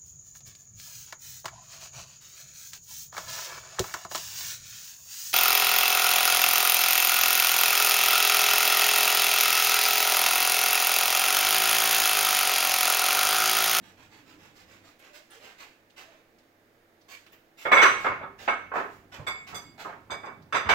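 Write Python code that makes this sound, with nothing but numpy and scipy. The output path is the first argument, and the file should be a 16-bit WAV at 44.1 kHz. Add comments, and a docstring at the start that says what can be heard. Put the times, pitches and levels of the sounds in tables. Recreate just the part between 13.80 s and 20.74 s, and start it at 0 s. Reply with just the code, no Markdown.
"""A small, hard-walled kitchen, about a metre from a knife sawing through a watermelon slice.
Short wet strokes come first, each a crowd of bursting cells, with snapping fibres and creaking rind.
Then the slice is carved over a china plate, which rocks and knocks on the counter; impacts of rind
and blade excite the damped modes of china and steel. Room air, an appliance hum and a dull rumble
lie underneath."""
import sys
import numpy as np
from scipy import signal
from scipy.fft import rfft, irfft
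from scipy.io import wavfile
from scipy.ndimage import uniform_filter1d, minimum_filter1d

SR = 44100
rng = np.random.default_rng(int(sys.argv[2]) if len(sys.argv) > 2 else 0)


def materialize(psi):
    """Save the field psi as 16-bit PCM at rate SR to the path in sys.argv[1].

    A 1-D psi becomes a single channel; in a 2-D psi each row is a channel.
    """
    bounded = np.clip(np.atleast_2d(psi).T, -1, 1)
    quanta = np.round(bounded * 32767).astype(np.int16)
    wavfile.write(sys.argv[1], SR, quanta)


N = 306054
SIZE = 32768  # samples in one event
HZ, T = np.fft.rfftfreq(SIZE, 1 / SR), np.arange(SIZE) / SR
SCENE_T = np.arange(N) / SR


def amp(db):
    """Decibels to amplitude ratio."""
    return 10 ** (np.asarray(db) / 20)


def unit_rms(x):
    """Normalisation to an rms of one."""
    return x / np.sqrt(np.mean(x ** 2) + 1e-20)


def curve(points, hz):
    """Interpolation along a log-frequency axis."""
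    f, value = np.transpose(points)
    return np.interp(np.log(hz + 1), np.log(f + 1), value)


def add(mix, start_s, sound):
    """Superposition: a stereo event joins the mix, its tail faded out."""
    sound = sound * np.clip((T[-1] - T) * 10 - .5, 0, 1)
    part = mix[:, max(round(start_s * SR), 0):]
    part[:, :SIZE] += sound[:, :part.shape[1]]


def causal(db):
    """Minimum phase: a filter that sounds only after it is struck."""
    log_gain = np.log(amp(np.maximum(db, db.max() - 100)))
    mirrored = np.r_[log_gain, log_gain[-2:0:-1]]
    return np.exp(np.conj(signal.hilbert(mirrored)))[:len(db)]


def resonance(hz, octaves, depth_db):
    """A band-pass response in dB, 6 down at `octaves` from its centre."""
    return np.maximum(-6 * (np.log2((HZ + 1) / hz) / octaves) ** 2, -depth_db)


def impact(spectrum, db, lasts_s=0.031):
    """An impulse response with the energy of level db held for lasts_s."""
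    return amp(db) * unit_rms(irfft(spectrum)) * np.sqrt(lasts_s * SR / SIZE)


def ring(modes, paths, tilt_db=0, shift_hz=0, damping=1, scatter_hz=0):
    """Modal synthesis: damped resonances heard along the room's paths; damping divides each t60."""
    hz, db, t60 = np.transpose(modes)
    hz = hz + shift_hz + scatter_hz * rng.standard_normal(len(hz))
    shapes = 1 / (damping * np.log(1000) / t60[:, None] + 2j * np.pi * (HZ - hz[:, None]))
    shapes *= HZ * hz[:, None] / (HZ + hz[:, None]) ** 2  # a mode radiates little far from its pitch
    power = np.einsum("mf,f->m", abs(shapes) ** 2, (abs(paths) ** 2).mean(0))
    weights = amp(db + tilt_db * np.log2(hz / hz[0])) / np.sqrt(power) * rng.choice([-1, 1], len(hz))
    return np.einsum("m,mf->f", weights, shapes) * paths


# likeness of the two channels: frequency_hz, coherence
COHERENCE = [(60, 0.78), (350, 0.89), (750, 0.56), (1300, 0.039), (2000, 0.0084), (5000, 0.14), (16000, 0)]
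# balance of the channels: frequency_hz, left_minus_right_db
BALANCE = [(60, -1.5), (350, -4), (1200, -3.5), (2200, -5), (5000, -7), (16000, 1)]
def stereo(spectra, hz):
    """Partial coherence: two spectra become left and right, alike in the bass, apart in the treble."""
    coherence = curve(COHERENCE, hz)
    left = coherence * spectra[1] + np.sqrt(1 - coherence ** 2) * spectra[0]
    return np.array([left * amp(curve(BALANCE, hz)), spectra[1]])


# reverberation time of the kitchen: frequency_hz, t60_s
REVERB = [(100, 0.99), (400, 0.42), (1200, 0.4), (2500, 0.5), (6000, 0.43), (16000, 0.37)]
def kitchen(early_db=3, early_s=0.011, direct=4):
    """Room transfer function: direct sound, a swell of early reflections and a diffuse tail."""
    taps = rng.choice([-1, 1], (2, SIZE)) * (rng.random((2, SIZE)) < .2)
    taps = unit_rms(taps) * (1 + amp(early_db) * T / early_s * np.exp(1 - T / early_s))
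    taps[:, 0] += 2 * direct
    hz, t, bands = signal.stft(taps, SR, nperseg=256)
    decay = amp(-60 * t / curve(REVERB, hz)[:, None])
    response = signal.istft(bands * decay, SR, nperseg=256)[1]
    return stereo(rfft(response[:, :SIZE]), HZ)


def noise(colour, patchy_db=0):
    """Spectrally shaped Gaussian noise whose bands drift in level by patchy_db."""
    hz = np.fft.rfftfreq(2048, 1 / SR)
    real, imag = rng.standard_normal((2, 2, N // 512 + 5, len(hz)))
    drift = uniform_filter1d(rng.standard_normal(real.shape[1:]), size=12, axis=0)
    patches = unit_rms(uniform_filter1d(drift, size=3, axis=1))
    bands = stereo(real + 1j * imag, hz) * amp(curve(colour, hz) + patchy_db * patches)
    return unit_rms(signal.istft(bands.transpose(0, 2, 1), nperseg=2048, noverlap=1536)[1][:, :N])


def tone(hz, waver_cycles):
    """Random phase modulation makes a sine of rms one waver."""
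    knots = np.linspace(0, SCENE_T[-1], num=40)
    drift = np.interp(SCENE_T, knots, waver_cycles * rng.standard_normal(len(knots)))
    return np.sqrt(2) * np.sin(2 * np.pi * (hz * SCENE_T + drift))


# spectrum of the room air: frequency_hz, relative_db
AIR = [(25, -7), (60, -34), (150, -8), (185, -15), (250, -4), (330, -8), (450, -4.5), (650, -7),
       (1000, -14.5), (1800, -11), (3000, -20.5), (5700, -26), (9500, -33), (15500, -28)]
def room_air(level_db=-63):
    """Stationary broadband noise sets the room's noise floor."""
    return amp(level_db) * noise(AIR)


# spectrum of the rumble: frequency_hz, relative_db
RUMBLE = [(25, -12), (55, -4.5), (100, -4.5), (170, -0.5), (230, 2.5), (330, 0.5), (450, -15),
          (1200, -15.5), (4000, -48)]
# spells of louder rumble: start_s, end_s, gain_db
RUMBLE_SPELLS = [(0, 1.0, -63), (4.109, 6.94, -59)]
def rumble(rest_db=-77.5, fade_s=.2, drone_hz=98, drone_db=-9):
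    """Slow amplitude modulation: low noise and a drone come and go."""
    sound = noise(RUMBLE, patchy_db=4.5) + amp(drone_db) * tone(drone_hz, waver_cycles=0.39)
    swell = sum(amp(db) * np.clip(1 + np.minimum(SCENE_T - start, end - SCENE_T) / fade_s, 0, 1)
                for start, end, db in RUMBLE_SPELLS)
    return (amp(rest_db) + swell) * sound


# appliance tones: pitch_hz, level_db
HUM = [(99, -80), (291, -90), (328, -73.5), (3661, -90), (4721, -93), (6600, -92)]
def appliance_hum():
    """A line spectrum: appliances hum and whine at a few wavering pitches."""
    return sum(amp(db) * tone(hz, waver_cycles=0.47) for hz, db in HUM)


# the fruit bumps the counter: start_s, level_db
THUMPS = [(4.285, -44), (5.382, -42), (5.722, -48.5), (6.308, -51), (6.736, -46.5), (6.856, -38.5),
          (6.915, -39)]
def fruit_thumps(boom_hz=106.6):
    """Impact of the heavy fruit excites a broad, low resonance of the counter."""
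    out = np.zeros((2, N))
    boom = causal(resonance(boom_hz, octaves=0.93, depth_db=76))
    for start, db in THUMPS:
        add(out, start, impact(boom * kitchen(), db))
    return out


# free modes of the china plate: pitch_hz, relative_db, t60_s
PLATE_MODES = [(2193, -0.5, 0.34), (2320, -12, 0.131), (3450, -1, 0.078), (3575, -8, 0.064),
               (3790, -18, 0.062), (4790, -6.5, 0.162), (4865, -14, .12), (6080, -11, 0.089),
               (6080, -16, 0.078), (7520, -12.5, 0.15), (7660, -16, 0.039), (8460, -23, 0.097),
               (9150, -28, .1), (9400, -31.5, 0.075), (10700, -27.5, .12), (11270, -33, .12),
               (12685, -31, .17), (13740, -28.5, 0.071), (14800, -27, .12)]
def china(start, db, tilt_db, pressed_db=-6, regrip_s=6.15, regrip_shift_hz=76):
    """Free vibration of the plate, plus a damped, detuned ring while it is still pressed."""
    paths = kitchen(early_db=4, early_s=.012, direct=4.7)
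    shift_hz = regrip_shift_hz * (start > regrip_s)  # shifting the slice raises the modes
    free = ring(PLATE_MODES, paths, tilt_db, shift_hz)
    pressed = ring(PLATE_MODES, paths, tilt_db, shift_hz, damping=5.1, scatter_hz=65)
    return impact(free, db) + impact(pressed, db + pressed_db)


# sharp taps on the china: start_s, level_db, tilt_db_per_octave
CHINKS = [(5.467, -34.5, 2.5), (5.745, -37, 5), (6.305, -39.5, 1), (6.447, -50.5, -3), (6.725, -37.5, -2),
          (6.749, -35, -1.5), (6.8905, -31, -3)]
def plate_chinks():
    """Impulsive excitation: a brief contact reaches the plate's high modes."""
    out = np.zeros((2, N))
    for start, db, tilt_db in CHINKS:
        add(out, start, china(start, db, tilt_db))
    return out


# modes of the steel blade: pitch_hz, relative_db, t60_s
BLADE_MODES = [(3924, 6.5, 0.037), (4800, -4, 0.041), (5884, -4.5, 0.11), (6037, 2.5, 0.051),
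               (6080, 5.5, 0.24), (7620, -11, 0.064), (7720, -2.5, 0.25), (8300, -12, 0.32),
               (9740, -30, 0.14), (10400, -13.5, 0.21), (11000, -27.5, .15), (10750, -33, 0.091),
               (12636, -10, 0.175), (12760, -32.5, 0.13), (14700, -24, 0.0797), (15220, -14.5, 0.077)]
# the blade meets the rim: start_s, level_db
CLINKS = [(3.918, -35), (3.947, -36.5), (3.975, -38.5), (4.0169, -25.5), (4.68, -49), (5.467, -54),
          (6.747, -41.5), (6.893, -36.5)]
def blade_clinks():
    """Struck steel rings at its natural frequencies."""
    out = np.zeros((2, N))
    for start, db in CLINKS:
        add(out, start, impact(ring(BLADE_MODES, kitchen(), tilt_db=1.5), db))
    return out


def rocking(start, build_s, peak_db, gap_s=.02, jitter_s=.002, rise_db_per_s=257.5, fall_db_per_s=337):
    """Contacts (time_s, level_db) of a rocking plate grow, then decay exponentially."""
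    t = gap_s * np.arange(3 + int(build_s / gap_s + .5))
    below_db = np.maximum(rise_db_per_s * (build_s - t), fall_db_per_s * (t - build_s))
    jitter = jitter_s * rng.standard_normal(len(t)) * (t > 0)
    return zip(start + t + jitter, peak_db - below_db)


# spectrum of the plate's clack: frequency_hz, relative_db
CLACK = [(50, -35), (120, -23), (230, -18), (400, -9), (750, -3), (1200, 2.5), (1700, 1), (2300, -6),
         (3000, -16), (4200, -28.5), (7000, -42), (9500, -61.5), (16000, -64.5)]
# low modes of the loaded plate on the counter: pitch_hz, relative_db, t60_before_damping_s
LOADED_MODES = [(396, 1, 0.64), (562.8, -1.5, 0.33), (688, -3.5, 0.5), (944, -24.5, 0.36),
                (1040, 0.5, 0.29), (1076, -1, 0.56), (1092, 7, 0.18), (1250, 11, 0.141), (1296, 7.5, 0.41),
                (1597, -7, 0.27), (1940, -16, 0.359), (2020, -23.5, 0.57), (2530, -19, 0.12),
                (2630, 6, 0.13)]
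# jolts of the plate: start_s, build_s, relative_db, hardness_db_per_octave, china_ring_db
KNOCKS = [(3.853, 0, -24.5, -11.5, -31.5), (3.916, 0.0025, -13, -2, -17), (3.965, 0.0075, -15, 2, -16),
          (4.019, 0.0067, -9.5, 8, -24), (4.245, 0.013, -21.5, -5, -33.5), (4.409, 0.015, -36, -18.5, -50),
          (4.677, 0.0012, -20, -1, -29), (4.916, .045, -24, -11, -48), (5.37, .022, -46, -24, -68),
          (5.467, 0.002, -33.5, -4, -33.5), (5.727, 0.0093, -38.5, -9.5, -59),
          (6.048, 0.00075, -36.5, -21, -60), (6.09, 0.0013, -41, -9, -61.5),
          (6.299, 0.014, -33, -13.5, -45.5), (6.434, 0, -40, -17, -56), (6.467, 0, -40, -13, -54),
          (6.725, .016, -21.5, 4, -41), (6.857, 0.0065, -34, -4, -48), (6.89, 0.00077, -15.5, 9, -24)]
def plate_knocks(clack_db=-0.5, modes_db=-7, hollow_db=-15, hollow_hz=515, knee_hz=1360, top_hz=5000):
    """Contact hardness sets bandwidth: the plate clacks on the counter, and soft blows lose treble."""
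    out = np.zeros((2, N))
    # about one dB per octave from knee to top
    unit_tilt = causal(np.log2((1 + (HZ / knee_hz) ** 2) / (1 + (HZ / top_hz) ** 2)) / 2)
    body = causal(curve(CLACK, HZ))
    midrange = causal(resonance(950, octaves=1.57, depth_db=45))
    hollow = causal(resonance(hollow_hz, octaves=0.54, depth_db=73))
    for start, build_s, peak_db, hardness, ring_db in KNOCKS:
        for contact_s, db in rocking(start, build_s, peak_db):
            delays_s = rng.exponential(.012, size=3)  # each contact chatters briefly
            chatter = 1 + 0.48 * np.exp(-2j * np.pi * delays_s[:, None] * HZ).sum(0)
            force = unit_tilt ** hardness * chatter
            paths = kitchen(early_s=0.0064, direct=3.9)
            clack = impact(force * body * paths, db + clack_db)
            modes = impact(force * midrange * ring(LOADED_MODES, paths, damping=1.98), db + modes_db)
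            add(out, contact_s, clack + modes)
        plate_ring = china(start, ring_db, tilt_db=-23)  # mostly the lowest mode
        fruit_note = impact(hollow * kitchen(), peak_db + hollow_db)
        add(out, start + build_s, plate_ring + fruit_note)
    return out


# the rind is prised open: start_s, length_s, level_db, pitch_hz
CREAKS = [(1.293, 0.16, -58, 596), (1.543, 0.074, -61, 457), (1.605, 0.055, -59.5, 600),
          (2.212, .18, -62.5, 654), (3.311, .08, -49, 2320), (5.009, .095, -41.5, 406)]
def rind_creaks():
    """Stick-slip friction in the rind, as a swell of narrow-band noise."""
    out = np.zeros((2, N))
    for start, length, db, hz in CREAKS:
        slips = stereo(rfft(rng.standard_normal((2, SIZE))), HZ)
        creak = unit_rms(irfft(slips * amp(resonance(hz, octaves=0.054, depth_db=60))))
        swell = np.sin(np.pi * np.minimum(T / length, 1))
        add(out, start, amp(db) * creak * swell)
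    return out


# fibres snap and juice spits, and at 3.464 s the blade gives one short dry stroke: start_s, level_db,
# centre_hz, half_width_octaves
SNAPS = [(1.192, -62, 12900, 5.4), (1.506, -59.5, 9500, .15), (2.1, -64.5, 3030, 0.91),
         (2.585, -66.5, 3500, .86), (3.211, -67, 4400, .49), (3.464, -56.5, 1930, 1.1),
         (3.524, -58, 15160, .2), (6.621, -68, 4460, 0.43)]
def fibre_snaps():
    """A sudden release of stress radiates a click with one spectral peak."""
    out = np.zeros((2, N))
    for start, db, hz, octaves in SNAPS:
        click = causal(resonance(hz, octaves, depth_db=21))
        add(out, start, impact(click * kitchen(early_s=.005), db))
    return out


# a long push and a shorter pull: delay_s, length_s, relative_db, tilt_db_per_octave
SAW_CYCLE = [(0, 0.13, -55.5, 0.3), (0.157, 0.11, -55.5, 0.4)]
def sawing(first_s=0.0092, period_s=.286, cycles=4):
    """Periodic motion: the opening strokes go to and fro at an even pace."""
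    starts = first_s + period_s * np.arange(cycles)
    return [(start + delay, *stroke) for start in starts for delay, *stroke in SAW_CYCLE]


# spectrum of the wet flesh: frequency_hz, relative_db
FLESH = [(150, -16.5), (350, -5.5), (650, -1.5), (950, -1.5), (1400, 0), (2200, 0), (2620, 0.5),
         (3100, -3.5), (4000, -6.5), (7500, -12), (9300, -26), (12000, -21), (15500, -21)]
# single strokes of the blade: start_s, length_s, relative_db, tilt_db_per_octave
STROKES = [(1.19, 0.13, -53.5, -0.5), (1.326, 0.074, -50, 2), (1.492, 0.1, -52.5, 1),
           (1.596, 0.14, -49.5, -0.1), (1.778, 0.077, -45.5, 0.1), (2.159, 0.087, -47, 0.1),
           (2.241, 0.18, -61, -2), (3.28, 0.089, -46.5, 2), (3.516, 0.035, -54, -1),
           (3.769, 0.11, -47.5, 2.5), (4.158, 0.15, -43, -1.5), (4.578, 0.096, -44, .1),
           (4.933, 0.085, -46.5, 0), (5.069, 0.14, -62.5, 5), (5.315, 0.059, -43, -1),
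           (5.664, 0.063, -44, 0), (5.975, 0.076, -43, -.5)]
def knife_strokes(cells_per_s=3000, spread_db=3, gain_db=2, fastest_share=0.41):
    """Shot noise: each stroke bursts a crowd of juicy cells, louder as the blade speeds up."""
    out = np.zeros((2, N))
    for start, length, db, tilt_db in sawing() + STROKES:
        speed = np.interp(T / length, [0, fastest_share, 1], [0, 1, 0])
        bursts = (rng.random(SIZE) < cells_per_s / SR) * rng.choice([-1, 1], SIZE)
        strengths = amp(spread_db * np.minimum(rng.exponential(1, SIZE), 4))
        crackle = unit_rms(bursts * strengths) * speed ** 0.55
        flesh = causal(curve(FLESH, HZ) + tilt_db * np.log2((HZ + 100) / 2500))
        colour = flesh * kitchen(early_db=6.5, early_s=0.0019)
        colour /= np.sqrt(np.mean(abs(colour) ** 2))
        add(out, start, amp(db + gain_db) * irfft(rfft(crackle) * colour))
    return out


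# where the work is heard from: time_s, extra_left_minus_right_db
PAN = [(0, -1.5), (3.3, -1), (3.85, 1), (4.9, -0.5), (5.6, -1)]
def scene():
    """Level difference sways knife, fruit and plate a little from side to side over the background."""
    cutting = knife_strokes() + fibre_snaps() + rind_creaks()
    impacts = plate_knocks() + fruit_thumps() + plate_chinks() + blade_clinks()
    background = appliance_hum() + rumble() + room_air()
    pan_db = np.interp(SCENE_T, *np.transpose(PAN))
    return (cutting + impacts) * amp([pan_db / 2, -pan_db / 2]) + background


def record(dry, ceiling_db=-2.5, cutoff_hz=15900):
    """Peak limiting by a smoothed gain, then a low-pass band limit."""
    safe_gain = np.minimum(amp(ceiling_db) / (abs(dry).max(0) + 1e-9), 1)
    limited = dry * uniform_filter1d(minimum_filter1d(safe_gain, size=301), size=301)
    lowpass = signal.firwin(511, cutoff_hz, window=("kaiser", 9), fs=SR)
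    return signal.oaconvolve(limited, lowpass[None], "same")


dry = scene()
out = record(dry)
materialize(out)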